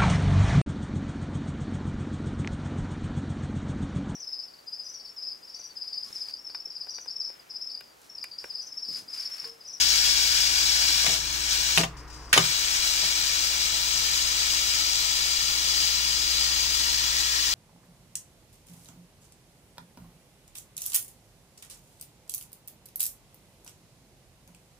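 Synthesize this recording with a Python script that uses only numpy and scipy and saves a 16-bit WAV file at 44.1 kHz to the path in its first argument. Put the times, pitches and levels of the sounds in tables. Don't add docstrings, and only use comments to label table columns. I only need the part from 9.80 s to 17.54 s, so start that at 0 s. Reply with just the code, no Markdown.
import sys
import numpy as np
from scipy import signal
from scipy.fft import rfft, irfft, next_fast_len
from scipy.io import wavfile
from scipy.ndimage import uniform_filter1d

SR = 44100
rng = np.random.default_rng(int(sys.argv[2]) if len(sys.argv) > 2 else 0)


def store_wav(level_fs):
    pcm = np.round(np.clip(np.atleast_2d(level_fs), -1, 1) * 32767)
    wavfile.write(sys.argv[1], SR, pcm.T.astype(np.int16))


def ratio(d):
    e = np.asarray(d, float) / 20
    return 10 ** e


N = 341334

NUDGE_S, SNAP_S = 1.331, 2.529
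OPPOSITE = np.array([[1], [-1]])


def seconds(count=N):
    return np.arange(count) / SR


def colour(x, shape):
    hz, db = np.transpose(shape)
    size = next_fast_len(x.shape[-1])
    bins = np.maximum(np.arange(size // 2 + 1) * SR / size, 1)
    gain = ratio(np.interp(np.log(bins), np.log(hz), db))
    return irfft(rfft(x, size) * gain, size)[..., :x.shape[-1]]


def unit(x):
    return x / np.sqrt(np.mean(x ** 2))


def walk(rate):
    hold = int(SR / rate)
    steps = np.repeat(rng.standard_normal(N // hold + 1), hold)
    return 1.3 * uniform_filter1d(uniform_filter1d(steps, hold), hold)[:N]


def decay(t, t60):
    return np.exp(-np.log(1000) * t / t60)


def room(x):
    stove_t60_s, room_t60_s, walls_db = .07, .25, -8
    t = seconds(SR // 3)
    fade = decay(t, stove_t60_s) + ratio(walls_db) * decay(t, room_t60_s)
    tail = rng.standard_normal((2, len(t))) * (t > .0015) * fade
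    tail = tail / np.sqrt(np.sum(tail ** 2, axis=1, keepdims=True))
    return signal.oaconvolve(x[None], tail, axes=1)[:, :N]


def echoes(x):
    # delay [ms], gain [ratio]
    echo_left = [(0.88, -0.06), (1.07, 0.06), (1.16, -0.05), (1.45, 0.05), (1.84, -0.07), (1.95, -0.03),
                 (2.04, 0.09), (2.22, -0.03), (2.49, 0.05), (2.59, -0.05), (3.06, 0.03), (3.27, 0.03),
                 (3.38, -0.04), (4.42, -0.04)]
    echo_right = [(0.45, 0.04), (0.79, -0.04), (0.91, 0.08), (1.0, -0.04), (1.22, 0.07), (1.61, -0.04),
                  (1.84, 0.05), (1.93, -0.05), (2.13, 0.04), (2.83, -0.06), (3.04, 0.04), (3.58, 0.04),
                  (4.63, -0.04), (5.51, -0.05)]
    right_lag_ms, strength = .32, 2.19
    path = np.zeros((2, 512))
    for port, (table, lag_ms) in enumerate([(echo_left, 0), (echo_right, right_lag_ms)]):
        path[port, round(lag_ms * SR / 1000)] = 1
        ms, gain = np.transpose(table)
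        path[port, np.round((ms + lag_ms) * SR / 1000).astype(int)] = strength * gain
    return signal.oaconvolve(x[None], path, axes=1)[:, :N]


def kitchen():
    # f/Hz, level/dB [per Hz]
    wash_colour = [(260, -31), (450, -5), (605, -11), (814, -7), (986, -2), (2100, -11.5), (4030, -25),
                   (4960, -20), (11200, -48), (15500, -50.5)]
    # f/Hz, level/dB [per Hz]
    rumble_colour = [(20, -5.5), (42, 4.5), (52, -20), (85, -14), (118, -4.5), (135, -7), (160, -11.5),
                     (205, -21), (250, -13.5), (280, -13.5), (310, -3), (340, -14), (450, -14.5),
                     (520, -44)]
    # f/Hz, level/dB
    hum_tones = [(59.2, -46.5), (145.3, -60.5), (296.1, -67.5)]
    # period [s], crest t/s, depth level/dB
    hum_beats = [(6.3, 0.68, 1.5), (2.5, 1.7, 1.5)]
    wash_db, rumble_db = -50.5, -51
    t = seconds()

    mid, side = colour(rng.standard_normal((2, N)), wash_colour)
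    wash = ratio(wash_db) * (mid + 0.41 * side * OPPOSITE) / np.std(mid)

    mid, side = colour(rng.standard_normal((2, N)), rumble_colour)
    side = colour(side, [(150, -10), (400, -17)])
    rumble = ratio(rumble_db) * (mid + side * OPPOSITE) / np.std(mid)

    swell_db = sum(db * np.cos(2 * np.pi * (t - crest_s) / period) for period, crest_s, db in hum_beats)
    hum = np.zeros(N)
    for hz, db in hum_tones:
        level = np.sqrt(2) * ratio(db + swell_db + 0.39 * walk(6))
        wobble = hz / 160 * walk(7.0)
        hum += level * np.sin(2 * np.pi * hz * t + wobble)
    return wash + (rumble + hum) * ratio(.75 * OPPOSITE)


def valve():
    # t/s, level/dB
    pressure = [
        (0, -21.5),
        (.4, -23),
        (1.2, -23),
        (1.9, -24.5),
        (3.3, -24.5),
        (4.5, -25),
        (6.5, -25),
        (7.74, -24.5),
    ]
    close_s, hold_s, open_s, nudge_to_db, hold_to_db = 0.087, 0.19, 0.096, -6, -4
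    shut_s, shut_db_per_s2 = 1.986, -4600
    puff_db, puff_s, puff_dull_db, puff_pan_db = 9, 0.043, -9, -12
    bright_db, throttle_dull, pan_db = -0.32, .15, -1.22
    t = seconds()
    nudge_times = NUDGE_S + np.cumsum([0, close_s, hold_s, open_s])
    nudge_db = np.interp(t, nudge_times, [0, nudge_to_db, hold_to_db, 0])
    shut_db = np.where(t < SNAP_S, shut_db_per_s2 * np.maximum(t - shut_s, 0) ** 2, 0)
    puff = (t >= SNAP_S) * np.exp(-np.maximum(t - SNAP_S, 0) / puff_s)
    flow_db = np.interp(t, *np.transpose(pressure)) + nudge_db + np.maximum(shut_db, -60) + puff_db * puff
    tilt_db = bright_db + throttle_dull * nudge_db + puff_dull_db * puff
    return flow_db, tilt_db, pan_db + puff_pan_db * puff ** 2


def nozzle(noise):
    before_db, after_db, back_db_per_s = 2, -4.5, 1.26
    upper_db, upper_sag_db_per_s = 2, -0.45
    swing_s, swing_length_s = 6.8, .4
    t = seconds()
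    lost_db = np.interp(t, [NUDGE_S - .3, NUDGE_S + .1], [before_db - after_db, 0])
    lower_ring_db = lost_db + after_db + back_db_per_s * np.maximum(t - NUDGE_S, 0)
    upper_ring_db = upper_db + upper_sag_db_per_s * t
    swing = np.clip((t - swing_s) / swing_length_s, 0, 1)
    for hz, db, swing_db in [(4780, lower_ring_db, -4), (5550, upper_ring_db, 0.5), (1850, 0, 2.5)]:
        band = colour(noise, [(hz - 320, -30), (hz - 150, 0), (hz + 150, 0), (hz + 320, -30)])
        noise = noise + band * (ratio(db + swing_db * swing) - 1)
    return noise


def jet():
    # f/Hz, width [Hz], level/dB
    resonances = [(2250, 71, 1), (3184, 300, 3), (3980, 56, -0.5), (4260, 36, -2.5), (4588, 82, 6),
                  (4840, 48, -7), (5140, 66, 3), (5570, 46, 8), (6530, 92, 4), (7655, 150, 5.5)]
    # f/Hz, level/dB [per Hz]
    port_left = [(350, -30.5), (700, -23), (1300, -15), (2100, -14.5), (3000, -8.5), (3900, -3.5),
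                 (4800, 0), (5800, -4), (7000, -7), (8200, -11), (9400, -20), (10700, -21.5),
                 (13000, -19.5), (15400, -18.5)]
    port_right = [(350, -28), (700, -28), (1300, -15.5), (2100, -10), (3000, -14), (3900, -12.5),
                  (4800, -8.5), (5800, -13), (7000, -20), (8200, -16), (9400, -41), (10700, -16),
                  (13000, -46), (15400, -19)]
    jet_db, room_db, plume_db = 11.0, -4, -6.5
    flow_db, tilt_db, pan_db = valve()
    flutter_db = 0.35 * walk(12) + 0.24 * walk(70) + 0.89 * walk(400)

    noise = colour(rng.standard_normal((2, N)), [(200, -30), (400, 0)])
    for hz, width_hz, db in resonances:
        noise = colour(noise, [(hz - width_hz, 0), (hz, db), (hz + width_hz, 0)])
    noise = nozzle(noise)
    dull = colour(noise, [(1500, 0), (8000, -40)])
    low = dull * ratio(0.33 * walk(14) - tilt_db)
    high = (noise - dull) * ratio(0.35 * walk(25) + tilt_db)
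    core, plume = (low + high) * ratio(flow_db + flutter_db)

    drift = .45 * seconds() + .15 * walk(.5)
    core_room = room(core) * np.cos(drift) + room(core) * np.sin(drift)
    far = ratio(room_db) * core_room + ratio(plume_db) * room(plume)
    left, right = (echoes(core) + far) * ratio(np.array([pan_db, -pan_db]) / 2)
    return ratio(jet_db) * np.array([colour(left, port_left), colour(right, port_right)])


def ring(modes, detune):
    t = seconds(SR // 2)
    out = np.zeros(len(t))
    for (hz, db, t60), factor in zip(modes, detune):
        out += ratio(db) * np.sin(2 * np.pi * hz * factor * t) * decay(t, t60)
    return out


def clicks():
    # t/s, peak level/dB, thump level/dB, contact [ms], hardness [dB per octave]
    knob_clicks = [(1.241, -31, -18, 13, 0), (1.263, -17, -26, 6.6, 5), (1.281, -29, -6, 55, -2.5),
                   (1.975, -14, -13, 2.2, 2.5), (1.981, -14, -8.5, 1.6, 0.5), (1.993, -21, -4, 11, -3),
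                   (2.003, -16.5, -25, 6.3, -5), (2.011, -21, -15, 3.1, -1), (2.034, -16.5, -13, 8.3, 1),
                   (2.5287, -12.5, -36, 5.3, 17.5), (2.537, -8.5, -26, 9.6, 8),
                   (2.564, -14.5, -23, 7.1, -2.5), (2.576, -6, -25, 5.5, 2), (2.589, -18, -2, 8.4, -5),
                   (3.231, -28.5, -10, 11, 3)]
    # f/Hz, level/dB, t60 [s]
    handle_modes = [(463, -32, 0.035), (675, 1, 0.083), (785, -2, 0.03), (980, 4, 0.0077),
                    (1200, 2.5, 0.01), (1880, 1.5, 0.028), (2270, -4, 0.015), (2810, -7, 0.022),
                    (3160, 5.5, 0.011), (3585, 0, 0.032), (4740, -15, .02), (5670, -4, 0.018),
                    (6550, 4, 0.0096), (7030, -2, 0.017)]
    # f/Hz, level/dB, t60 [s]
    pot_modes = [(129, 9, 0.52), (165.8, 16.5, 0.24), (225, 5, 0.24), (275, -3, 0.16), (380, 10.5, 0.16)]
    crack_at_5ms_db, crack_db_per_doubling, crack_per_hard = 2.5, -6.5, 0.42
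    rise_ms, push_s, room_db = 0.35, 0.00012, -1
    crack_colour = [(200, -50), (500, -25), (1200, -1), (2500, 6.5), (7000, -8.5), (10000, -5), (16000, -22)]
    out, t = np.zeros((2, N + SR)), seconds(SR // 10)
    for s, db, thump_db, ms, hard_db in knob_clicks:
        grit = rng.standard_normal((2, len(t)))
        detune = 1 + .008 * rng.standard_normal(len(handle_modes))
        contact_ms = max(ms, .3)
        fade = np.exp(-t * 1000 / contact_ms) * (1 - np.exp(-t * 1000 / rise_ms))

        scrape = colour(grit[0], [(300, -2 * hard_db), (2400, hard_db)]) * fade
        handle = signal.fftconvolve(ring(handle_modes, detune), scrape)
        pot = signal.fftconvolve(ring(pot_modes, 1 + (detune - 1) / 4), np.exp(-t / push_s))
        body = handle / np.abs(handle).max() + ratio(thump_db) * pot / np.abs(pot).max()
        hit = np.tile(body, (2, 1))

        crack_db = crack_at_5ms_db + crack_db_per_doubling * np.log2(contact_ms / 5)
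        crack_db += crack_per_hard * hard_db
        hit[:, :len(t)] += ratio(crack_db) * colour(grit[::-1], crack_colour) * fade
        i = int(s * SR)
        out[:, i:i + hit.shape[1]] += hit * ratio(db + .8 * OPPOSITE)
    out = colour(out[:, :N], [(60, -30), (110, 0)])
    sent = colour(out.mean(axis=0), [(200, -13.5), (600, -2), (1200, 3), (2000, -4.5)])
    return out + ratio(room_db) * room(sent)


def spits():
    # t/s, level/dB, fade [s per 60 dB]
    spit_events = [
        (2.165, -50, .4),
        (2.275, -52, .12),
        (2.298, -53, 2.0),
        (2.325, -55, .4),
        (2.49, -56, .8),
    ]
    attack_s = 0.0033
    t = seconds()
    level = np.zeros(N)
    for s, db, fade_s in spit_events:
        fade_db = -60 * np.maximum(t - s, 0) / fade_s
        level += ratio(db + fade_db) * np.clip((t - s) / attack_s, 0, 1)
    return (t < SNAP_S + .01) * level


def leak():
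    # f/Hz, level/dB
    leak_colour = [(2800, -16), (4300, -15), (5000, 0), (5500, -5), (6500, -11), (8500, -14), (10500, -29),
                   (15000, -28)]
    hiss = unit(colour(rng.standard_normal(N), leak_colour))
    spit = hiss * spits() * ratio(1.5 * walk(100))
    return echoes(spit) * ratio(np.array([[5.], [-3.]])) + ratio(-7) * room(spit)


def scene():
    return kitchen() + jet() + clicks() + leak()


def roll_off(x):
    return signal.sosfilt(signal.butter(12, 15830, fs=SR, output="sos"), x)


def record(dry):
    soft, top_hz = .7, 15740
    mix = colour(np.tanh(soft * dry) / soft, [(top_hz, 0), (top_hz + 60, -70)])
    return roll_off(mix)


dry = scene()
out = record(dry)
store_wav(out)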